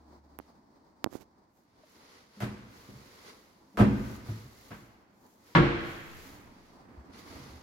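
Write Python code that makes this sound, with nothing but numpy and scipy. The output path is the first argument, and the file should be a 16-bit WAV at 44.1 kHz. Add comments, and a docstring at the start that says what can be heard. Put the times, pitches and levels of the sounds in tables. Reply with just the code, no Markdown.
"""In an empty, tiled kitchen, the two doors of a sink cabinet are pushed shut: a nudge, a heavy thud,
then a hard bang. Each hit sets a wooden panel booming, and the bare room rings on.
Fingers tick on a hand-held microphone and a sleeve rustles; at the end the person turns and steps away.
Faint traffic comes through the windows, and a far motor hums briefly at the start."""
import sys
import numpy as np
from scipy import signal
from scipy.fft import rfft, irfft, next_fast_len
from scipy.io import wavfile

SR = 44100
rng = np.random.default_rng(int(sys.argv[2]) if len(sys.argv) > 2 else 0)


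def log_audio(samples):
    """Write samples as a 16-bit WAV file to the path given in sys.argv[1]."""
    # one column per channel
    frames = np.atleast_2d(samples).T
    # limit to full scale, then quantise
    limited = np.clip(frames, -1, 1)
    pcm = np.round(limited * 32767).astype(np.int16)
    wavfile.write(sys.argv[1], SR, pcm)


N = 336042

# how alike the two ears hear each pitch: pitch_hz, likeness (1 the same, 0 unrelated)
LIKENESS = [(30, 0.17), (70, 0.85), (180, 0.98), (300, 0.78), (550, 0.54), (1000, -0.079), (2000, -0.026),
            (4000, 0.067), (16000, -0.065)]
BAND_EDGES_HZ = np.geomspace(24, 17500, 29)
BANDS_HZ = np.sqrt(BAND_EDGES_HZ[:-1] * BAND_EDGES_HZ[1:])   # the middle of each band
RING_S = np.arange(int(1.3 * SR)) / SR   # time since a hit


def doors():
    """One door closes with a dull boom, the other with a harder bang."""
    # each time a door hits: start_s, thump_db, clack_db, hardness_hz, door (0 or 1)
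    hits = [(2.404, -26, -18, 7000, 0), (2.421, -16.5, -17.5, 5500, 0), (2.483, -42, -33, 1500, 0),
            (2.886, -28.5, -46, 700, 0), (3.772, -12, -10.5, 2700, 0), (3.789, -9.5, -8.5, 2140, 0),
            (3.796, -2, -7, 1500, 0), (3.807, -3, -4, 900, 0), (4.284, -28.5, -27, 1210, 0),
            (4.706, -27.5, -28, 2980, 0), (4.716, -33.5, -28, 2980, 1), (5.55, -4, 0.5, 5950, 1),
            (5.558, -11, -9, 4000, 1), (5.574, -4.5, -18, 2000, 1)]
    # the strong tones (modes) of each panel: pitch_hz, level_db, ring_s
    dull_tones = [(75, -26.5, 0.44), (100, -20, 0.18), (114.2, -3, 0.27), (120.7, -10.5, 0.92),
                  (141.8, -16, 0.72), (190.3, -13.5, 0.79), (206, 1, 0.51), (220.8, -13, 1), (244, -21, 1),
                  (269.4, -11.5, 0.8), (284.6, -15.5, 0.76), (333.5, -23.5, 1), (365.7, -15.5, 0.75),
                  (376.6, -16, 0.62), (476, -18, 0.61), (615, -10, 0.2), (706, -3, 0.12), (818, -19, 0.5),
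                  (971, -17, 0.33), (1300, -7.5, 0.15)]
    hard_tones = [(54, -4, 0.54), (121, -4, 0.47), (142.5, -2, 0.46), (163.7, 7.5, 0.2), (215.8, -8, 0.83),
                  (275, -8, 0.72), (303.6, -1.5, 0.48), (330, -6.5, 0.95), (344, -12, 0.99),
                  (352.7, -1.5, 0.74), (468.3, -12, 0.96), (542.5, -14, 0.63), (583, -11, 0.53),
                  (765, -17, 0.43), (955, -1, 0.15), (1047, -14.5, 0.47), (1102, -14, 1.0),
                  (1121, -5, 0.33), (1393, -4.5, 0.21), (1453, -19, 0.79), (1554, -19, 1), (1628, -17.5, 1),
                  (1720, -3.5, 0.18), (2023, -20, 0.61), (2280, -16, 0.81)]
    # each panel's crowd of weak tones, heard as noise: pitch_hz, level_db
    dull_crowd = [(30, -20), (60, -7.5), (110, -1.5), (220, -5), (400, -7), (750, -12.5), (1000, -10),
                  (1350, -11), (2300, -17.5), (3500, -24), (6000, -27.5), (8500, -29), (12000, -25),
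                  (16000, -33.5)]
    hard_crowd = [(30, -4), (55, -22), (140, 0.5), (330, -11.5), (430, -11), (1000, -11.5), (1220, -11),
                  (1700, -11), (2600, -18), (3700, -23.5), (5200, -37), (7000, -98), (9000, -70),
                  (16000, -83)]
    dull_hits, hard_hits = ([row[:-1] for row in hits if round(row[-1]) == door] for door in range(2))
    dull = door_panel(dull_hits, dull_tones, dull_crowd,
                      tones_db=-19.5, crowd_db=0.5, room_db=-14.0, crack_db=17.5, build_s=0.0038)
    hard = door_panel(hard_hits, hard_tones, hard_crowd,
                      tones_db=-22.5, crowd_db=0, room_db=-9, crack_db=19.5, build_s=0.0012)
    return (dull + hard) * pan(db=-0.2)


def door_panel(hits, tones, crowd, tones_db, crowd_db, room_db, crack_db, build_s):
    """Each hit gives a crack, strong tones, and a wash of weak ones that rings on in the room."""
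    # how long the wood and the bare kitchen ring: pitch_hz, ring_s
    wood_ring = [(50, 0.73), (200, 0.33), (800, 0.19), (2500, 0.29), (10000, 0.2)]
    room_ring = [(50, 2.37), (150, 1.1), (350, 1.3), (900, 1.226), (2400, 1.625), (5000, 1.53),
                 (12000, 0.44)]
    out, size = np.zeros((2, N)), len(RING_S)
    noise = noise_bands(size + SR // 2)
    colour = from_db(crowd_db + at_hz(crowd, BANDS_HZ))
    wood = decay(at_hz(wood_ring, BANDS_HZ)[:, None])
    room = from_db(room_db) * decay(at_hz(room_ring, BANDS_HZ)[:, None])
    build = 1 - np.exp(-RING_S / build_s)   # waves take a moment to fill the panel
    fade = np.hypot(wood, room) * build
    click = from_db(crack_db) * signal.unit_impulse(SR // 10)
    crack = np.array([(-1) ** k * cut(click, BAND_EDGES_HZ[k:k + 2], "band")
                      for k in range(len(BANDS_HZ))])
    hz, db, ring_s = np.transpose(tones)
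    cycles = np.outer(hz, RING_S)
    rings = decay(ring_s[:, None]) * (1 - np.exp(-cycles)) * np.exp(2j * np.pi * cycles)
    # higher tones reach the two ears out of step
    skew = np.arccos(at_hz(LIKENESS, hz)) * rng.choice([-.5, .5], len(hz))
    phase = rng.uniform(0, 2 * np.pi, len(hz)) + np.array([skew, -skew])
    for start_s, *contact in hits:
        band_gains = colour * hit_force(BANDS_HZ, *contact)
        offset = rng.integers(SR // 2)   # every hit stirs the crowd anew
        wash = np.einsum("k,kt,kct->ct", band_gains, fade, noise[..., offset:offset + size])
        in_step = np.exp(1j * (phase + 2 * np.pi * hz * start_s))   # feeds the swing already there
        swing = from_db(tones_db + db) * hit_force(hz, *contact) * in_step
        add(out, start_s, wash + (swing @ rings).imag)
        add(out, start_s, band_gains @ crack)
    return out


def hit_force(hz, thump_db, clack_db, hardness_hz, split_hz=520):
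    """Force at each pitch: the flat of the door thumps, its edge clacks, a soft touch loses treble."""
    low_share = 1 / (1 + (hz / split_hz) ** 6)
    power = from_db(thump_db) ** 2 * low_share + from_db(clack_db) ** 2 * (1 - low_share)
    return np.sqrt(power / (1 + (hz / hardness_hz) ** 2))


def thuds(rise_cycles, roughness):
    """A soft weight sets one tone swinging, blurred by the pitches around it."""
    # dull knocks, footsteps, and the soft swell of air pushed ahead of a closing door (206 Hz rows): start_s,
    # level_db, pitch_hz, ring_s
    knocks = [(1.834, -47.5, 620, 0.048), (2.368, -46.5, 206, 0.64), (2.42, -26, 121, 0.21),
              (2.945, -43, 135, 0.23), (3.742, -45, 206, 0.34), (4.287, -27, 108.6, 0.36),
              (4.452, -33.5, 131, 0.095), (5.565, -15.5, 140.2, 0.21), (6.974, -32.5, 69.5, 0.14),
              (7.39, -44.5, 135, 0.4), (7.509, -41, 75, 0.4)]
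    out = np.zeros(N)
    for start_s, db, hz, ring_s in knocks:
        blur = cut(rng.standard_normal(len(RING_S)), [hz / 2, hz * 2], "band")
        swing = np.sin(2 * np.pi * hz * RING_S) + roughness * blur / blur.std()
        rise = 1 - np.exp(-RING_S * hz / rise_cycles)
        add(out, start_s, from_db(db) * swing * decay(ring_s) * rise)
    return out


def fingers(case_hz, case_q, bump_db, bump_hz, knock_db, knock_hz, ping_hz, ping_s, left_db):
    """A touch shakes the microphone's hollow case and puffs air into its right opening, which pings."""
    # finger taps: start_s, level_db, hardness_hz, ping_db (relative to the tap)
    taps = [(0.3886, -36.5, 9000, 12), (0.3889, -13, 1470, -44), (0.3997, -13.5, 880, -48),
            (1.0430, 0.5, 3400, -20), (1.0624, 2, 520, -62), (1.0713, -2, 454, -51), (1.128, -17, 700, -26),
            (1.145, -22, 500, -34), (1.153, -0.5, 334, -48)]
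    # a finger slides past the opening: peak_s, rise_s, fall_s, level_db
    slides = [(1.148, 0.028, 0.033, -43), (1.217, 0.019, 0.016, -46.5)]
    # the hiss of that slide: pitch_hz, level_db
    slide_colour = [(100, 0), (300, 9), (1200, -7.5), (3000, -16), (6500, -14.5), (9000, -22.5),
                    (12500, -18), (16000, -25.5)]
    out, t = np.zeros(N), RING_S[:SR // 10]
    omega = 2 * np.pi * case_hz
    case = signal.bilinear([1, 0, 0], [1, omega / case_q, omega ** 2], SR)   # acts as a damped spring
    ping = np.sin(2 * np.pi * ping_hz * t) * decay(ping_s)[:len(t)]
    for start_s, db, hardness_hz, ping_db in taps:
        push = t ** 3 * np.exp(-4 * np.pi * hardness_hz * t) + 1e-40
        push = -2 * push / push.sum()
        swing = signal.lfilter(*case, push)
        bump = from_db(bump_db) * cut(push, [bump_hz / 2, bump_hz * 2], "band", order=1)
        knock = from_db(knock_db) * cut(push, [knock_hz / 2 ** .5, knock_hz * 2 ** .5], "band", order=1)
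        add(out, start_s, from_db(db) * (swing - bump + knock + from_db(ping_db) * ping))
    out += swells(slides) * rustle(slide_colour, flicker_db=2, flicker_hz=200)[1]
    return out * np.array([[from_db(left_db)], [1]])


def person(stir_db):
    """Sleeve, grip and feet rub as the person reaches down and turns."""
    # arm movements: peak_s, rise_s, fall_s, sleeve_db, grip_db
    reaches = [(.41, 0.023, 0.12, -69.5, -79), (1.57, 0.05, .09, -95, -76), (1.92, 0.069, .12, -87, -69),
               (2.15, 0.28, 0.12, -57.5, -72.5), (2.42, 0.12, 0.19, -58, -70),
               (2.78, 0.1, 0.31, -59.5, -65), (3.2, 0.45, .32, -57.5, -66), (3.285, 0.049, 0.05, -51, -75),
               (4.15, 0.27, 0.055, -54.5, -58), (4.29, 0.069, 0.19, -54, -60),
               (4.68, 0.29, 0.2, -59.5, -62.5), (5.27, 0.11, 0.24, -77, -69.5),
               (5.5, 0.076, .15, -60.5, -66.5), (5.9, 0.092, 0.15, -57, -58.5),
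               (6.25, 0.26, 0.16, -56, -58), (6.66, 0.24, 0.16, -64.5, -75.5),
               (7.14, 0.014, 0.055, -55.5, -86), (7.194, 0.027, .03, -53.5, -61),
               (7.33, 0.13, 0.32, -52, -63)]
    # clothes and feet shuffle as the weight shifts: peak_s, rise_s, fall_s, level_db
    shuffles = [(2.8, 0.22, 0.62, -61.5), (6.35, 0.13, 0.26, -54), (6.95, 0.22, 0.12, -55.5),
                (7.42, 0.51, 0.31, -52.5), (7.364, .008, .015, -45.5)]
    # the sleeve's rustle, the grip's fine hiss and the low shuffle: pitch_hz, level_db
    sleeve_colour = [(200, -3), (460, 11), (700, -1), (1100, 6.5), (1700, 1), (2050, 5.5), (2500, -1.5),
                     (3600, -1.5), (4500, 1.5), (6500, -5.5), (8300, -17.5), (9800, -9.5), (11500, -15),
                     (16000, -39)]
    grip_colour = [(1000, -3.5), (5000, -1), (7000, 4.5), (8400, -4.5), (10000, -1.5), (12500, 2.5),
                   (16000, -2)]
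    shuffle_colour = [(30, -10), (80, 3), (150, -2.5), (270, 2.5), (450, -10.5), (1000, -9), (2000, -17.5),
                      (4000, -35.5), (16000, -46)]
    sleeve_gain = swells([(*timing, db) for *timing, db, _ in reaches])
    grip_gain = swells([(*timing, db) for *timing, _, db in reaches])
    shuffle_gain = np.hypot(swells(shuffles), from_db(stir_db))   # clothes never lie quite still
    sleeve = sleeve_gain * rustle(sleeve_colour, flicker_db=0.77, flicker_hz=62.7)
    grip = grip_gain * rustle(grip_colour, flicker_db=1.5, flicker_hz=150)
    shuffle = shuffle_gain * rustle(shuffle_colour, flicker_db=1.5, flicker_hz=25)
    return (sleeve + grip) * pan(db=-0.5) + shuffle * pan(db=-3.0)


def town(motor_hz, motor_db, stop_s, fade_s):
    """Far traffic rumbles through the windows; a motor hums, then fades away."""
    # how loud the traffic is: time_s, level_db
    traffic_levels = [(0, -61), (.6, -61), (1.1, -61.5), (1.6, -68), (2.2, -64), (5, -63), (7.62, -59)]
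    # its dull rumble: pitch_hz, level_db
    traffic_colour = [(25, -10), (70, -5), (130, -5.5), (220, 1.5), (300, 1.5), (500, -8), (950, -3.5),
                      (1400, -15.5), (2000, -20.5), (2800, -33), (4600, -21.5), (8000, -34), (12000, -40),
                      (16000, -34)]
    t = np.arange(N) / SR
    traffic_gain = from_db(np.interp(t, *np.transpose(traffic_levels)))
    traffic = traffic_gain * rustle(traffic_colour, flicker_db=2.1, flicker_hz=6)
    motor_gain = from_db(motor_db - 60 * np.maximum(t - stop_s, 0) / fade_s)
    return traffic + motor_gain * np.sqrt(2) * np.sin(2 * np.pi * motor_hz * t)


def swells(moves, roundness=1.6):
    """Loudness of rubbing: each movement speeds up to its peak, then slows again."""
    t, power = np.arange(N) / SR, np.zeros(N)
    for peak_s, rise_s, fall_s, db in moves:
        away = np.maximum((peak_s - t) / rise_s, (t - peak_s) / fall_s)
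        near = away < 10
        power[near] += (from_db(db) * np.exp(-away[near] ** roundness)) ** 2
    return np.sqrt(power)


def rustle(colour, flicker_db, flicker_hz):
    """Stereo noise whose level flickers; colour says how strong each pitch is."""
    size = next_fast_len(N)
    hz = np.maximum(np.fft.rfftfreq(size, 1 / SR), 1)
    white = rfft(rng.standard_normal((2, size)))
    mid, side = white * from_db(at_hz(colour, hz)) * (hz > BAND_EDGES_HZ[0])
    noise = irfft(two_ears(mid, side, hz), size)[:, :N]
    flicker = cut(rng.standard_normal(N), flicker_hz, "low")
    noise *= from_db(flicker_db * flicker / flicker.std())
    return noise / noise.std()


def noise_bands(size):
    """Stereo noise split into bands a third of an octave wide: bands x ears x samples."""
    white, bands = rng.standard_normal((2, 2, size + 8000)), []
    for k, hz in enumerate(BANDS_HZ):
        mid, side = cut(white[k % 2], BAND_EDGES_HZ[k:k + 2], "band")[:, -size:]
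        bands.append(two_ears(mid, side, hz))
    return np.array(bands)


def two_ears(mid, side, hz):
    """Blend two noises into left and right, alike only at low pitches."""
    alike = at_hz(LIKENESS, hz)
    return np.sqrt(1 + alike) * mid + np.sqrt(1 - alike) * side * [[1], [-1]]


def from_db(db):
    """Turn decibels into a gain."""
    return np.exp(np.asarray(db) * (np.log(10) / 20))


def at_hz(table, hz):
    """Read a table at any pitch, sliding between its rows."""
    pitches, values = np.transpose(table)
    return np.interp(np.log(hz), np.log(pitches), values)


def cut(sound, hz, kind, order=2):
    """Keep only the lows, or one band, of a sound."""
    sections = signal.butter(order, np.clip(hz, 10, .45 * SR), kind, fs=SR, output="sos")
    return signal.sosfilt(sections, sound + 1e-18)


def decay(ring_s):
    """A fade that falls 60 dB in ring_s."""
    return from_db(-60 * RING_S / ring_s)


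def pan(db):
    """Left and right gains; below 0 dB the sound leans right."""
    return from_db(np.array([[db], [-db]]) / 2)


def add(track, start_s, sound):
    """Mix a sound into the track."""
    i = round(start_s * SR)
    track[..., i:i + sound.shape[-1]] += sound[..., :N - i]


def scene():
    """Doors and thuds, the person's small noises and the town outside."""
    ticks = fingers(case_hz=291, case_q=3.0, bump_db=1.5, bump_hz=135, knock_db=2.0, knock_hz=960,
                    ping_hz=12300, ping_s=0.0016, left_db=-26)
    rubbing = person(stir_db=-72.5)
    bangs = doors() + thuds(rise_cycles=1.0, roughness=0.29)
    outside = town(motor_hz=70.5, motor_db=-62.5, stop_s=0.38, fade_s=0.66)
    return bangs + ticks + rubbing + outside


def record(dry):
    """The highest treble is cut off steeply."""
    cutoff_hz = 15850
    return signal.sosfilt(signal.ellip(10, .1, 80, cutoff_hz, fs=SR, output="sos"), dry)


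dry = scene()
out = record(dry)
log_audio(out)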